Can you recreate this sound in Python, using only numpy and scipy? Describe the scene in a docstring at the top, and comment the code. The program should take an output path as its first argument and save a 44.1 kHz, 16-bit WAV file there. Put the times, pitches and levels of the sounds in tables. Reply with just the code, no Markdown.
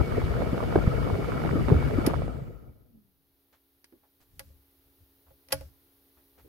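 """In a car's cabin, a microphone held by the dashboard stands in the jet of the blower at full speed.
Shaped noise makes the rushing air; random pressure swings and noise make the buffeting of the jet.
The fan knob clicks to off and the wheel coasts down, its whine vanishing and its motor groaning once.
In the quiet, fingers brush the knob as grainy noise, take a new grip and turn it two more detents:
bursts of noise for the plastic, decaying sines for the dashboard, over hiss, faint hum and low boom."""
import sys
import numpy as np
from scipy import signal
from scipy.fft import rfft, irfft
from scipy.io import wavfile
from scipy.ndimage import uniform_filter1d

SR = 44100
rng = np.random.default_rng(int(sys.argv[2]) if len(sys.argv) > 2 else 0)


def output_pcm(signal):
    """Save a mono or channel-first signal as 16-bit PCM at the path in sys.argv[1].

    Samples are clipped to [-1, 1] before scaling.
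    """
    pcm = np.clip(np.atleast_2d(signal).T, -1, 1) * 32767
    wavfile.write(sys.argv[1], SR, np.round(pcm).astype(np.int16))


N = 286020

# In all tables half_s is the time from the centre to 1/e; left_right_db is left over right.
# Air rushing from the vents at full speed: pitch_hz, relative_db_per_hz
RUSH_COLOUR = [(40, -14.5), (150, -0.5), (400, -5), (650, -10), (950, -15.5), (1700, -20), (2600, -25.5),
               (4000, -30.5), (5200, -33.5), (7000, -38), (9000, -40), (12000, -38.5), (14000, -44),
               (16000, -51.5)]
# Fixed resonances of the ducts: pitch_hz, width_hz, lift_db, extra_lift_db_per_tenfold_slowing
DUCT_RESONANCES = [(460, 120, 8, 14), (660, 120, 7, 14), (1275, 120, 11, 13), (1400, 110, 7, 8),
                   (1950, 130, 4, 0), (2270, 160, 10, 0), (2930, 180, 6, 0), (3480, 300, 3, 0),
                   (4400, 130, 4, 0), (4820, 220, 6, 0), (5150, 130, 3, 0)]
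# Balance of the rushing air: pitch_hz, left_right_db
VENT_BALANCE = [(200, 6), (450, -3), (900, -0.5), (1400, -1), (2300, 0.5), (5000, -0.5), (12000, 0)]
# Low rumble of the jet on the microphone: pitch_hz, relative_db_per_hz
RUMBLE_COLOUR = [(15, -18), (30, -12), (55, 2), (85, -1.5), (120, -1), (140, -1.5), (160, -7), (190, -14.5),
                 (240, -13), (400, -23), (1200, -74.5)]
# Sharp puffs on the microphone's ports: pitch_hz, relative_db_per_hz
PUFF_COLOUR = [(120, -18.5), (300, 3), (600, -8), (1000, -5), (1700, -12.5), (2500, -25), (4000, -32.5),
               (8000, -55)]
# The jet swings onto the microphone: centre_s, half_s, rumble_lift_db, small_eddy_lift_db
JET_GUSTS = [(0.01, 0.017, 9, 13.5), (0.172, 0.021, 5.5, -3), (0.777, 0.033, 5.5, 14.5),
             (1.465, 0.02, 2, 13.5), (1.618, 0.026, 8.5, 7.5), (1.731, 0.034, 15.5, 20),
             (1.872, .03, 9.5, 7.5), (1.981, 0.016, 7, 1), (2.095, .028, -2.5, 11), (2.193, 0.018, 3.5, -6)]
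# Eddies that stand out, from low thuds to short, higher spits:
# centre_s, level_db, pitch_hz, half_s, left_right_db
STANDOUT_EDDIES = [(0.242, -16, 65, 0.0077, 1), (0.422, -17.5, 550, .0013, -13.5),
                   (0.533, -15, 190, 0.0022, 2), (0.758, -13.5, 700, 0.0017, -2),
                   (0.761, -9, 375, 0.0033, -3), (0.878, -7, 110, 0.0032, -1),
                   (1.134, -17.5, 83, 0.0078, 1), (1.451, -22.5, 696, 0.0011, -10),
                   (1.559, -20.5, 296, 0.0057, 3), (1.719, -14, 400, 0.0036, 6.5),
                   (1.725, -8.5, 134, 0.0062, -1), (1.766, -13, 76.5, 0.016, 2),
                   (1.988, -14.5, 282, 0.0042, 3.5), (2.077, -10.5, 300, 0.0026, -4.5),
                   (2.137, -27, 680, 0.0014, -19.5), (2.221, -27.5, 555, 0.0016, -20),
                   (2.281, -26, 596, 0.00093, -7), (2.425, -29.5, 144, 0.0061, -2)]
# Knob snaps over a detent, then seats: start_s, snap_level_db, seating_delay_s, seating_level_db,
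# seating_brightness_hz, seating_push_db (push on the dashboard)
KNOB_DETENTS = [(2.0635, -8, 0.0026, -8, 13100, 4.5), (4.394, -15.5, 0.0071, -23, 2490, -5.5),
                (5.5214, -5.5, .0035, 1, 15000, -4)]
# Knob knocks lightly in its play: start_s, level_db, brightness_hz, push_db
KNOB_KNOCKS = [(3.843, -29, 9230, -38), (3.924, -34.5, 1500, -9.5), (4.499, -45.5, 704, 6),
               (5.3059, -32, 907, -1), (5.4863, -31, 9900, -5.5), (5.6092, -30, 9000, 11.5)]
# Colour of the plastic's snap: pitch_hz, relative_db_per_hz
SNAP_COLOUR = [(60, -27), (200, -12.5), (400, -0.5), (700, -14), (1500, -1), (2400, 0), (3700, -7),
               (5000, 1), (7500, -15), (9500, -3), (11200, 0), (13500, -5.5), (16000, -15)]
# Balance of the snap: pitch_hz, left_right_db
SNAP_BALANCE = [(500, -8), (2000, 0), (5000, -0.5), (9500, 1), (13000, 0)]
# The dashboard's ringing modes: pitch_hz, relative_level_db, t60_s
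DASH_MODES = [(79.4, -27, 0.36), (137.7, -29.5, 0.36), (282.4, -31.5, 0.18), (540, -14, 0.1),
              (627, -25.5, 0.12), (842, -23, 0.068), (950, -26, 0.043), (1120, -27.5, .06),
              (1445, -34, 0.088), (1664, -29, 0.055), (1967, -27, 0.038), (2280, -47.5, 0.12),
              (3130, -32.5, 0.049)]
# The cabin's echo: pitch_hz, t60_s
CABIN_DECAY = [(100, .3), (600, 0.79), (2000, 0.31), (6000, 0.38), (14000, .12)]
# Fingers brushing and bumping the knob: start_s, level_db, centre_hz, width_octaves
FINGER_TOUCHES = [(3.524, -64.5, 1460, 1.7), (3.923, -55.5, 315, 0.4), (4.028, -69, 860, .8),
                  (4.202, -64.5, 1465, 5), (5.261, -67.5, 747, 0.81), (5.504, -51, 1510, 1.7),
                  (6.167, -66.5, 803, 1.4), (6.376, -60, 753, 1.9), (6.443, -57.5, 383, 0.33)]
# Background hiss: pitch_hz, relative_db_per_hz
HISS_COLOUR = [(100, -1.5), (200, -1), (400, 5), (550, -0.5), (1000, -4.5), (2500, -8.5), (4000, -6),
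               (6000, -12), (7800, -20), (9500, -9.5), (12000, -0.5), (15700, -1.5)]
# Faint hum, before the background's swell: pitch_hz, level_db
HUM_TONES = [(274.3, -73), (343, -80.5), (411.5, -80), (823, -90.5)]
# The cabin's low boom: pitch_hz, relative_db_per_hz
CABIN_BOOM_COLOUR = [(15, -31.5), (26, -20.5), (36, -8.5), (50, -5.5), (70, 3.5), (100, -9.5), (160, -16.5),
                     (400, -46)]
# Slow swell of the background: time_s, gain_db
BACKGROUND_SWELL = [(0, -5.5), (3.15, -8), (3.4, -5.5), (4.1, -4.5), (4.7, -1.5), (6.49, 0)]
# The hand leans on the dashboard and the cabin booms: centre_s, level_db, half_s
HAND_LEANS = [(4.44, -52, 0.11), (4.87, -73, 0.047), (5.02, -61, 0.023), (5.307, -59.5, 0.027),
              (5.616, -45, 0.063), (6.45, -60, .04)]

OFF_S, COAST_S = 2.095, 0.79  # current is cut; time for the wheel's speed to fall to 1/e
WHINE_HZ, WHINE_DB = 2225, -53.5  # the blades' tone at full speed, before waver and flicker
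GROAN_HZ, GROAN_DB = 666, -55  # motor's tone at full speed; its level at the housing's resonance
HOUSING_HZ, HOUSING_WIDTH_HZ = 221.6, 26
JET_HOLD_S, JET_LAW_DB = 0.138, 89  # jet outlasts the current; its fall per tenfold slowing
# Typical small fast eddy: rate, level, pitch, half length in cycles, left over right
SPITS_PER_S, SPIT_DB, SPIT_HZ, SPIT_CYCLES, SPIT_LEAN_DB = 10, -28, 897, 0.6, -5.5
RELEASE_HZ, RELEASE_PUSH_DB = 13000, -14  # brightness of the first snap; its push against the seating's
TOUCH_RISE_S = 0.011
HISS_DB, BOOM_DB = -64, -72.5  # before the background's swell
EDGE_HZ = 15830

TIME = np.arange(N) / SR
FRAME_S = np.arange(N // 256 + 5)[:, None] * 256 / SR
BIN_HZ = np.fft.rfftfreq(1024, 1 / SR)


def rush(level_db=-32.0, speed_law_db=42, stall_db=-85, patchy_db=4.0):
    """Turbulence slides down in pitch and level with the wheel, behind duct resonances that stay put."""
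    a, b, c, d, patches = rng.standard_normal((5, len(FRAME_S), len(BIN_HZ)))
    likeness = [(200, .1), (1400, .1), (2400, 0.13), (5000, 0.12), (8000, 0.53), (12000, 1.0)]
    same = read(likeness, BIN_HZ)
    slowing = np.log10(speed(FRAME_S))
    field_db = read(RUSH_COLOUR, BIN_HZ / speed(FRAME_S))
    # the fall steepens as the flow in the ducts turns smooth
    field_db = field_db + speed_law_db * slowing + stall_db * slowing ** 2
    field_db = field_db + sum((lift - hold * slowing) / (1 + (2 * (BIN_HZ - hz) / width) ** 2)
                              for hz, width, lift, hold in DUCT_RESONANCES)
    patches = uniform_filter1d(patches, size=4, axis=0)
    patches = unit(uniform_filter1d(patches, size=16, axis=1))
    patches = patches / (1 + (BIN_HZ / 2500) ** 2)  # the high hiss is even
    gain = amp(field_db + patchy_db * patches) * pan(read(VENT_BALANCE, BIN_HZ))
    spectrum = pair(a + 1j * b, c + 1j * d, same) * gain
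    air = signal.istft(spectrum.swapaxes(1, 2), nperseg=1024, noverlap=768)[1][:, :N]
    return amp(level_db) * air / air[:, TIME < OFF_S].std()


def speed(s):
    """Wheel speed as a share of full: friction slows it once the current is cut."""
    return np.exp(-np.maximum(s - OFF_S, 0) / COAST_S)


def buffeting(rumble_db=-31, rumble_lean_db=6.0, small_db=-39.5, small_lean_db=-1.0,
              per_cycle=0.26, spread_db=4.0, fall_db=-3,
              flutter_db=-42, flutter_lean_db=-5, burst_db=12.5,
              gust_share=0.4, small_law_db=110, wander_db=2):
    """The jet on the microphone: low rumble, a hail of small eddies and sharp puffs, moved by gusts."""
    strength_db = jet_db(TIME) + wander_db * wobble(size=1500)[0]
    surge_db = sum(lift * bump(s, half_s) for s, half_s, lift, _ in JET_GUSTS)
    gust_db = sum(lift * bump(s, half_s) for s, half_s, _, lift in JET_GUSTS)

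    rumble = noise(RUMBLE_COLOUR, [(50, .15), (200, 0.15)])
    rumble = rumble * amp(rumble_db + strength_db + surge_db) * pan(rumble_lean_db)

    small = np.zeros((2, N))
    for hz in np.geomspace(165, 620, num=6):
        size = amp(spread_db * np.clip(rng.standard_normal((2, N)), -2, 2))
        size = size * rng.choice([-1, 1], (2, N))
        # smaller eddies come more often and push less
        hits = size * (rng.random((2, N)) < per_cycle * hz / SR)
        eddy = swirl(hz, 0.86 / hz, rng.uniform(0, 2 * np.pi))
        small += amp(fall_db * np.log2(hz)) * signal.oaconvolve(hits, eddy[None], "same")
    small = unit(small) * amp(small_db + strength_db + gust_db) * pan(small_lean_db)

    # turbulence is intermittent: puffs of a few milliseconds light up the whole midrange at once
    bursts = amp(burst_db * np.minimum(wobble(size=130), 2.4))
    puffs = unit(noise(PUFF_COLOUR, [(300, 0.12), (2000, 0.13)]) * bursts)
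    puffs_db = flutter_db + gust_share * gust_db + small_law_db * np.log10(speed(TIME))
    return rumble + small + puffs * amp(puffs_db) * pan(flutter_lean_db)


def jet_db(s):
    """Strength of the jet: steady while the wheel runs, collapsing soon after it slows."""
    return JET_LAW_DB * np.log10(speed(s - JET_HOLD_S))


def swirl(hz, half_s, phase):
    """The pressure swing of one eddy passing a port, centred in a tenth of a second."""
    t = np.arange(-SR // 20, SR // 20) / SR
    return np.exp(-(t / half_s) ** 2) * np.cos(2 * np.pi * hz * t + phase)


def standout_eddies(port_lag=0.52, crackle_db=-12, crackle_s=0.0023):
    """Thuds and spits of air swing one port a little ahead of the other; high ones crackle the most."""
    out, breakup = np.zeros((2, 2, N))
    port_phase = port_lag * np.array([[-.5], [.5]])  # radians
    for s, db, hz, half_s, lean_db in STANDOUT_EDDIES + spits():
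        gain = amp(db) * pan(lean_db)
        add(out, s - 1 / 20, gain * swirl(hz, half_s, port_phase))
        add(breakup, s - 1 / 20, gain * min(hz / 700, 1) * swirl(0, crackle_s, 0))
    return out + amp(crackle_db) * breakup * noise(PUFF_COLOUR, [(300, 0.64), (2000, .3)])


def spits(spread_db=4.0, octaves=0.33, count=40):
    """Small fast eddies at chance moments while the jet lasts, as rows like those of STANDOUT_EDDIES."""
    size, pitch, side = rng.standard_normal((count, 3)).T
    s = (np.arange(count) + rng.random(count)) / SPITS_PER_S
    hz = SPIT_HZ * 2 ** (octaves * pitch)
    level_db = SPIT_DB + spread_db * size
    lean_db = SPIT_LEAN_DB + spread_db * side
    rows = zip(s, level_db, hz, SPIT_CYCLES / hz, lean_db)
    return [row for row in rows if row[0] < OFF_S + JET_HOLD_S]


def wheel(waver=0.0018, flicker_db=3, rough=0.6):
    """The blades' whine dies as the wheel slows; the motor groans through the housing's resonance."""
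    whine_hz = WHINE_HZ * speed(TIME) * (1 + waver * wobble(size=900))
    turns = np.cumsum(whine_hz, axis=1) / SR
    drive = speed(TIME) ** 10
    whine = drive * amp(WHINE_DB + flicker_db * wobble(size=1200)) * np.sin(2 * np.pi * turns)
    groan_hz = GROAN_HZ * speed(TIME)
    housing = 1 / (1 + (2 * (groan_hz - HOUSING_HZ) / HOUSING_WIDTH_HZ) ** 2)
    groan = amp(GROAN_DB) * housing * np.sin(2 * np.pi * np.cumsum(groan_hz) / SR)
    return whine + groan * (1 + rough * wobble(size=300))


def knob(snap_db=-9, snap_t60=0.0085, rattle_db=-11, rattle_t60=0.062, cabin_db=-33,
         dash_db=-4, build_cycles=0.96, attack_s=0.0004, push_hz=900):
    """Each blow is a snap of plastic, a short rattle and the cabin's echo; its push rings the dashboard."""
    t = np.arange(SR // 2) / SR
    hz = np.fft.rfftfreq(len(t), 1 / SR)
    same = read([(300, -0.81), (1500, -0.14), (5000, -0.34), (8000, 0.65), (12000, 0.82)], hz)
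    snap_gain = amp(read(SNAP_COLOUR, hz)) * pan(read(SNAP_BALANCE, hz))[:, 0]
    decay = amp(-60 * t / snap_t60) + amp(rattle_db - 60 * t / rattle_t60)
    phases = rng.normal(0, 0.66, (len(DASH_MODES), 2, 1))
    modes = []
    for (f, db, t60), phase in zip(DASH_MODES, phases):
        # a mode takes a few cycles to build up, so the bass blooms late
        build = (1 - np.exp(-t * f / build_cycles)) ** 2
        modes.append(amp(db - 60 * t / t60) * build * np.sin(2 * np.pi * f * t + phase))
    out = np.zeros((2, N))
    for s, db, bright_hz, push_db in blows():
        direct, echo = rng.standard_normal((2, 2, len(t)))
        f, frame_s, z = signal.stft(echo, SR, nperseg=256)
        echo_gain = amp(cabin_db - 60 * frame_s / read(CABIN_DECAY, f)[:, None])
        echo = signal.istft(z * echo_gain, SR, nperseg=256)[1][:, :len(t)]
        burst = (direct * decay + echo) * (1 - np.exp(-t / attack_s))
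        snap = irfft(pair(*rfft(burst), same) * snap_gain, len(t))
        snap = snap * (t < t[-1] / 2)
        # a slow push feeds only the low modes
        ring = sum(amp(push_db / (1 + (row[0] / push_hz) ** 4)) * mode
                   for row, mode in zip(DASH_MODES, modes))
        blow = amp(snap_db) * snap + amp(dash_db) * ring
        # a lower brightness takes off more treble
        treble_cut = signal.butter(2, min(bright_hz, SR * .45), fs=SR)
        add(out, s, amp(db) * signal.lfilter(*treble_cut, blow))
    return out


def blows():
    """Two blows per detent, one per knock, as rows of start_s, level_db, brightness_hz, push_db."""
    releases = [(s, db, RELEASE_HZ, push_db + RELEASE_PUSH_DB)
                for s, db, _, _, _, push_db in KNOB_DETENTS]
    seatings = [(s + delay_s, db, hz, push_db) for s, _, delay_s, db, hz, push_db in KNOB_DETENTS]
    return releases + seatings + KNOB_KNOCKS


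def touches(grain_db=2.0, fade=0.67):
    """Skin sticks and slips on plastic: a grainy scuff that swells and fades."""
    t = np.arange(SR // 2) / SR
    hz = np.fft.rfftfreq(len(t), 1 / SR) + 1
    stroke = (t / TOUCH_RISE_S * np.exp(1 - t / TOUCH_RISE_S)) ** fade
    out = np.zeros((2, N))
    for s, db, centre_hz, octaves in FINGER_TOUCHES:
        a, b, grain = rng.standard_normal((3, len(t)))
        slips = pair(a, b, 0.44) * amp(grain_db * unit(uniform_filter1d(grain, size=80)))
        colour = (1 + (np.log2(hz / centre_hz) / octaves) ** 2 / 2) ** -1.5 / np.sqrt(hz)
        scuff = unit(irfft(rfft(slips) * colour, len(t)))
        add(out, s, amp(db) * stroke * scuff)
    return out


def background():
    """Hiss, faint hum and low boom creep up in the quiet; the boom swells under the leaning hand."""
    likeness = [(300, 0.64), (1500, 0.093), (4500, 0.069), (9000, .9), (12000, 0.97)]
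    hiss = amp(HISS_DB) * noise(HISS_COLOUR, likeness)
    hum = sum(amp(db) * np.sqrt(2) * np.sin(2 * np.pi * (hz * TIME + rng.random()))
              for hz, db in HUM_TONES)
    boom = noise(CABIN_BOOM_COLOUR, [(60, 1.0), (300, 0.31)])
    leaning = sum(amp(db) * bump(s, half_s) for s, db, half_s in HAND_LEANS)
    return (hiss + hum + amp(BOOM_DB) * boom) * amp(curve(BACKGROUND_SWELL)) + leaning * boom


def noise(colour, likeness):
    """Steady stereo noise of rms 1 with a spectrum and a left-right likeness by frequency."""
    hz = np.fft.rfftfreq(N, 1 / SR)
    spectrum = pair(*rfft(rng.standard_normal((2, N))), read(likeness, hz))
    return unit(irfft(spectrum * amp(read(colour, hz)), N))


def wobble(size):
    """A smooth random curve of rms 1 for each channel, changing over size samples."""
    return unit(signal.oaconvolve(rng.standard_normal((2, N)), np.hanning(2 * size)[None], "same"))


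def bump(s, half_s):
    """A smooth rise to 1 at time s and back."""
    return np.exp(-((TIME - s) / half_s) ** 2)


def pair(a, b, same):
    """Two channels of given likeness from two unrelated signals."""
    angle = np.arccos(np.clip(same, -1, 1)) / 2
    return np.array([np.cos(angle) * a + np.sin(angle) * b, np.cos(angle) * a - np.sin(angle) * b])


def pan(db):
    """Left and right gains for a level difference."""
    return amp(np.array([[db], [-db]]) / 2)


def add(mix, s, sound):
    """Mixes a stereo sound in at time s."""
    part = mix[:, max(round(s * SR), 0):][:, :sound.shape[1]]
    part += sound[:, :part.shape[1]]


def read(points, hz):
    """Reads a table by frequency on a log-frequency axis."""
    f, value = np.transpose(points)
    return np.interp(np.log(hz + 1), np.log(f + 1), value)


def curve(rows):
    """A control curve at every sample."""
    return np.interp(TIME, *np.transpose(rows))


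def amp(db):
    """Decibels to gain."""
    return 10 ** (np.asarray(db) / 20)


def unit(x):
    """Scales to rms 1."""
    return x / np.sqrt(np.mean(x ** 2) + 1e-20)


def scene():
    """Blower, wind on the microphone, knob, fingers and cabin."""
    blower = rush() + wheel()
    wind = buffeting() + standout_eddies()
    hand = knob() + touches()
    return blower + wind + hand + background()


def record(dry):
    """The recorder's band limit: a steep low-pass."""
    low_pass = signal.firwin(511, EDGE_HZ, window=("kaiser", 9), fs=SR)
    return signal.oaconvolve(dry, low_pass[None], "same")


dry = scene()
out = record(dry)
output_pcm(out)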